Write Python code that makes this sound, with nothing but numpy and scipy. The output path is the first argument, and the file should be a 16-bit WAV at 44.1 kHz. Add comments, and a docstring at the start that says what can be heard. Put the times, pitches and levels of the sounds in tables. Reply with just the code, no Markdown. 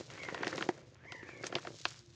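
"""On bumpy dirt among trees, a hollow plastic toy truck is pulled along in two spurts.
It carries fruit and a pair of shears: impacts excite the damped modes of its body, and the load rattles.
The wheels rumble and crush dry leaves and grit, many small random impulses merging into noise.
Distant birds call in harmonic tones, scattered by the trees, over a low outdoor hum."""
import sys
import numpy as np
from scipy import signal
from scipy.fft import rfft, irfft, next_fast_len
from scipy.io import wavfile
from scipy.ndimage import map_coordinates

SR = 44100
rng = np.random.default_rng(int(sys.argv[2]) if len(sys.argv) > 2 else 0)


def persist_wave(psi):
    """Save psi, clipped to +-1, as 16-bit WAV."""
    counts = np.round(np.clip(psi, -1, 1) * 32767).astype(np.int16)
    wavfile.write(sys.argv[1], SR, np.atleast_2d(counts).T)


N = 94815


def amp(db):
    """Amplitude ratio of a level in decibels."""
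    return 10 ** (np.asarray(db) / 20)


def unit(x):
    """Normalisation to rms 1."""
    return x / np.sqrt(np.mean(x ** 2) + 1e-20)


def curve(rows, t):
    """Linear interpolation through rows of t/s, value."""
    return np.interp(t, *np.transpose(rows))


def wobble(rate):
    """Smooth random modulation: a spline with `rate` knots a second."""
    knots = rng.standard_normal(int(N * rate / SR) + 4)
    return map_coordinates(knots, [np.arange(N) * rate / SR])


def coloured(x, points):
    """Minimum-phase filtering with a response given as rows of f/Hz, gain/dB."""
    m = 2 * next_fast_len(N)
    hz, db = np.transpose(points)
    gain = amp(np.interp(np.log(np.fft.rfftfreq(m, 1 / SR) + 1), np.log(hz), db))
    cepstrum = irfft(np.log(gain))
    cepstrum[1:m // 2] *= 2  # folding onto positive time makes the filter causal
    cepstrum[m // 2 + 1:] = 0
    return irfft(rfft(x, m) * np.exp(rfft(cepstrum)))[:N]


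def add(track, start, sound):
    """Superposition of a sound on a track, from `start` seconds on."""
    i = max(0, round(start * SR))
    track[i:i + len(sound)] += sound[:max(0, N - i)]


def grains(rate, spread_db, bed_db):
    """Shot noise of rms 1: about `rate` uneven impulses a second on a Gaussian bed of finer ones."""
    chance, size, sign = rng.random((3, N))
    strength = amp(spread_db * np.minimum(-np.log(1 - size), 4))
    ticks = (chance < rate / SR) * strength * np.sign(sign - .5)
    return unit(unit(ticks) + amp(bed_db) * rng.standard_normal(N))


def body_knocks():
    """Impact excitation: each contact rings the body's modes; its hardness sets each band's strength."""
    # knocks of body and load: t/s, then relative level/dB in six bands from thud to click
    impacts = [(0.1017, -62, -61, -64, -57, -54, -61), (0.2332, -57, -50, -52, -69, -47, -73),
               (0.2854, -43, -47, -41.5, -43, -51, -84), (0.345, -53, -40.5, -41, -55, -44.5, -54.5),
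               (0.431, -50, -41, -37, -38, -47, -85), (0.445, -59, -54, -53, -45, -47.5, -69),
               (0.4685, -34, -40, -42, -37.5, -41.5, -54.5), (0.4781, -42, -44, -58, -43, -42, -48),
               (0.5271, -52, -57, -43, -42, -56, -69), (0.579, -39, -48, -45, -44.5, -44, -62),
               (0.6084, -39, -50, -38, -57, -49.5, -74), (0.6237, -55, -47, -37, -40, -38.5, -59),
               (0.6885, -26, -30.5, -41.5, -38, -45, -51), (0.777, -61, -61, -61, -74, -84, -67),
               (1.051, -57, -56, -85, -56.5, -83, -97), (1.121, -54.5, -51.5, -47.5, -69, -46, -56),
               (1.2291, -46, -78, -57.5, -50.5, -68, -85), (1.2887, -48.5, -56, -53, -49.5, -60.5, -84),
               (1.4353, -49, -46.5, -48.5, -43.5, -68, -80), (1.4406, -46, -51, -45.5, -67, -45, -58),
               (1.4671, -63, -54, -52, -49, -45.5, -39), (1.5246, -43, -43, -44.5, -49.5, -50, -71),
               (1.553, -42.5, -39, -47, -43.5, -31.5, -56), (1.5606, -36, -40, -63, -56, -60, -61),
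               (1.5832, -62, -67, -45.5, -61, -53.5, -68), (1.649, -75, -42.5, -56, -53, -58, -79),
               (1.6708, -45.5, -47.5, -43, -49.5, -49.5, -74), (1.853, -45.5, -38, -33, -41.5, -30, -51)]
    # edges of those bands: f/Hz
    band_edges = [110, 580, 980, 1650, 2250, 5000, 9500]
    # modes of the plastic body: f/Hz, relative level/dB, T60/s
    body_modes = [(162.3, -10, .04), (352, 7, 0.047), (510, -7, 0.06), (691, -5.5, .028),
                  (1095, -9.5, 0.015), (1403, -3, 0.014), (1857, -2, 0.019), (2710, 4.5, 0.0069),
                  (3223, -4, 0.021), (3490, -3, 0.0097), (4100, -3, 0.0076), (4790, -5.5, 0.0052),
                  (5650, -6.5, 0.012), (6260, -4.5, 0.022)]
    crack_t60_s, buzz_t60_s, energy_span_s = .008, .08, .01
    out, t = np.zeros(N), np.arange(SR // 8) / SR
    hz, mode_db, t60 = np.transpose(body_modes)[:, :, None]
    bands = [signal.butter(4, edges, 'band', fs=SR, output='sos')
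             for edges in zip(band_edges, band_edges[1:])]
    polarity = np.cos(np.pi * np.arange(len(body_modes)))[:, None]
    for start, *levels in impacts:
        detune, strength = rng.standard_normal((2, len(body_modes), 1))
        decay = amp(mode_db + 2 * strength - 60 * t / t60)
        ring = (polarity * decay * np.sin(2 * np.pi * hz * (1 + .015 * detune) * t)).sum(0)
        crack = amp(5 - 60 * t / crack_t60_s)
        buzz = amp(-6 - 60 * t / buzz_t60_s)  # loose parts shake on after the knock
        knock = ring + (crack + buzz) * rng.standard_normal(len(t))
        for band, db in zip(bands, levels):
            part = signal.sosfilt(band, knock)
            add(out, start, amp(db - 1) * part * np.sqrt(energy_span_s * SR) / np.linalg.norm(part))
    return out


def rolling():
    """Filtered shot noise: wheels drum over clods, the load rattles, leaves and grit crunch in clumps."""
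    # the truck's progress: t/s, then relative level/dB of rumble, rattle and crunch
    motion = [(0, -50.5, -56.5, -53), (0.064, -65.5, -70, -57.5), (0.126, -56.5, -53, -58),
              (0.24, -54.5, -57, -56.5), (0.4, -47.5, -49.5, -58.5), (0.49, -48, -48, -53),
              (0.633, -44.5, -50, -53), (0.68, -59, -62, -61), (0.794, -55.5, -64, -67.5),
              (0.891, -66, -74, -69.5), (1.0, -68.5, -65, -84.5), (1.119, -60.5, -71, -67),
              (1.28, -63, -60.5, -66), (1.393, -58, -65.5, -65.5), (1.464, -49.5, -49, -50.5),
              (1.504, -61, -61.5, -65.5), (1.566, -49, -46, -56), (1.62, -59, -62, -59.5),
              (1.67, -56, -56.5, -56), (1.729, -60.5, -70, -59), (1.83, -74.5, -67.5, -56),
              (1.887, -58.5, -62, -51.5), (1.98, -70.5, -64, -60), (2.05, -77.5, -78, -70.5),
              (2.15, -76, -71, -64.5)]
    # spectra of the wheels, the load and the crushed litter: f/Hz, relative level/dB
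    rumble_spectrum = [(60, -33.5), (140, 0.5), (225, -9), (285, -1.5), (330, 2), (410, -1.5), (540, 0),
                       (750, -13), (1100, -19.5), (2500, -45.5)]
    rattle_spectrum = [(300, -28.5), (750, -3), (1100, -1), (1600, 0.5), (2400, -1.5), (3300, -9),
                       (5000, -23.5), (9000, -47.5)]
    crunch_spectrum = [(800, -33), (2500, -9), (3800, -3), (5300, -3.5), (7500, -6), (9500, -13),
                       (15000, -33)]
    times, *levels = np.transpose(motion)
    rumble_db, rattle_db, crunch_db = [np.interp(np.arange(N) / SR, times, db) for db in levels]
    rumble = unit(coloured(grains(rate=150, spread_db=4.5, bed_db=-4.0), rumble_spectrum))
    rattle = unit(coloured(grains(rate=300, spread_db=8.5, bed_db=2.5), rattle_spectrum))
    crunch = unit(coloured(grains(rate=570, spread_db=-1.5, bed_db=-3), crunch_spectrum))
    clumps_db = 2.2 * wobble(rate=80)
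    return amp(rumble_db + 3) * rumble + amp(rattle_db) * rattle + amp(crunch_db - 1 + clumps_db) * crunch


def leaf_snaps():
    """Brittle fracture: a dry leaf or twig gives way in a brief, bright burst of noise."""
    # fractures: t/s, relative level/dB
    fractures = [(0.137, -41), (0.248, -37), (0.5576, -31), (0.57, -32), (0.64, -42), (0.9448, -46),
                 (1.428, -38), (1.5948, -39), (1.7856, -39.5), (1.814, -36.5), (1.8812, -36), (1.8863, -34),
                 (1.9056, -31.5), (1.991, -40), (2.06, -47)]
    # spectrum of a snap: f/Hz, gain/dB
    snap_spectrum = [(800, -24.5), (5300, 4), (8000, -3), (10500, -5), (15000, -32)]
    rise_s, t60_s = .001, .0087
    out, t = np.zeros(N), np.arange(SR // 40) / SR
    for start, db in fractures:
        envelope = (1 - np.exp(-t / rise_s)) * amp(db + 6.5 - 60 * t / t60_s)
        add(out, start, envelope * rng.standard_normal(len(t)))
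    return coloured(out, snap_spectrum)


def bird_calls():
    """A harmonic series on an arched pitch, made slightly hoarse by random frequency modulation."""
    # calls: t/s, f/Hz near the top of the arch, relative level/dB
    calls = [(.122, 1101, -52.5), (1.002, 1077, -55), (1.2, 1256, -61)]
    # pitch contour of a call: t/s, ratio to that frequency
    arch = [(0, .67), (.04, 0.85), (.085, 0.99), (.155, 0.91), (.23, .84), (.35, 0.78)]
    # envelope of a call: t/s, relative level/dB
    swell = [(0, -23.5), (.04, -13), (.08, -2.5), (.16, -2), (.27, -11), (.37, -16.5)]
    # harmonics 1 to 6, the second strongest: relative level/dB
    harmonics = [-8.5, 4.5, -16, -34, -17.5, -19]
    out, t = np.zeros(N), np.arange(int(swell[-1][0] * SR)) / SR
    for start, top_hz, db in calls:
        jitter = 1 + .045 * wobble(rate=300)[:len(t)]
        pitch = top_hz * curve(arch, t) * jitter
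        phase = 2 * np.pi * np.cumsum(pitch) / SR
        tone = sum(amp(level) * np.sin(k * phase) for k, level in enumerate(harmonics, 1))
        add(out, start, np.sqrt(2) * amp(db + curve(swell, t)) * tone)
    return out


def among_trees(direct, t60_s=.25, tail_db=-1):
    """Multiple scattering: the trees add an exponentially decaying diffuse tail to the direct sound."""
    t = np.arange(SR // 2) / SR
    tail = rng.standard_normal(len(t)) * amp(-60 * t / t60_s)
    return direct + amp(tail_db) * signal.fftconvolve(direct, tail / np.linalg.norm(tail))[:N]


def outdoor_hum():
    """Ambient noise, strongest in the bass, with two faint tones modulated in amplitude and phase."""
    # hums: f/Hz, level/dB, onset t/s
    hums = [(121.9, -80.5, 0.097), (350, -64, 1.962)]
    # spectrum of the ambient noise: f/Hz, relative level/dB
    air_spectrum = [(25, -33), (80, -4.5), (125, 4.5), (210, -12), (500, -23), (900, -31), (6500, -34.5),
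                    (9000, -48), (15000, -71.5)]
    out, t = np.zeros(N), np.arange(N) / SR
    for hz, db, start in hums:
        envelope = amp(db + 2.3 * wobble(rate=10)) * np.clip(20 * (t - start), 0, 1)
        out += envelope * np.sin(2 * np.pi * hz * t + wobble(rate=14))
    return out + amp(-60) * unit(coloured(rng.standard_normal(N), air_spectrum))


def scene():
    """Superposition of the nearby truck, the distant birds and the background, in one channel."""
    return (body_knocks() + rolling() + leaf_snaps() + among_trees(bird_calls()) + outdoor_hum())[None]


def record(dry):
    """Linear filtering: a small microphone dulls the top treble and limits the bandwidth."""
    # microphone response: f/Hz, gain/dB
    response = [(7000, -1), (8200, -12), (10000, -21), (15500, -15)]
    cutoff_hz = 15700
    m = 2 * next_fast_len(N)
    passband = np.fft.rfftfreq(m, 1 / SR) < cutoff_hz
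    return irfft(rfft(coloured(dry[0], response), m) * passband)[None, :N]


dry = scene()
out = record(dry)
persist_wave(out)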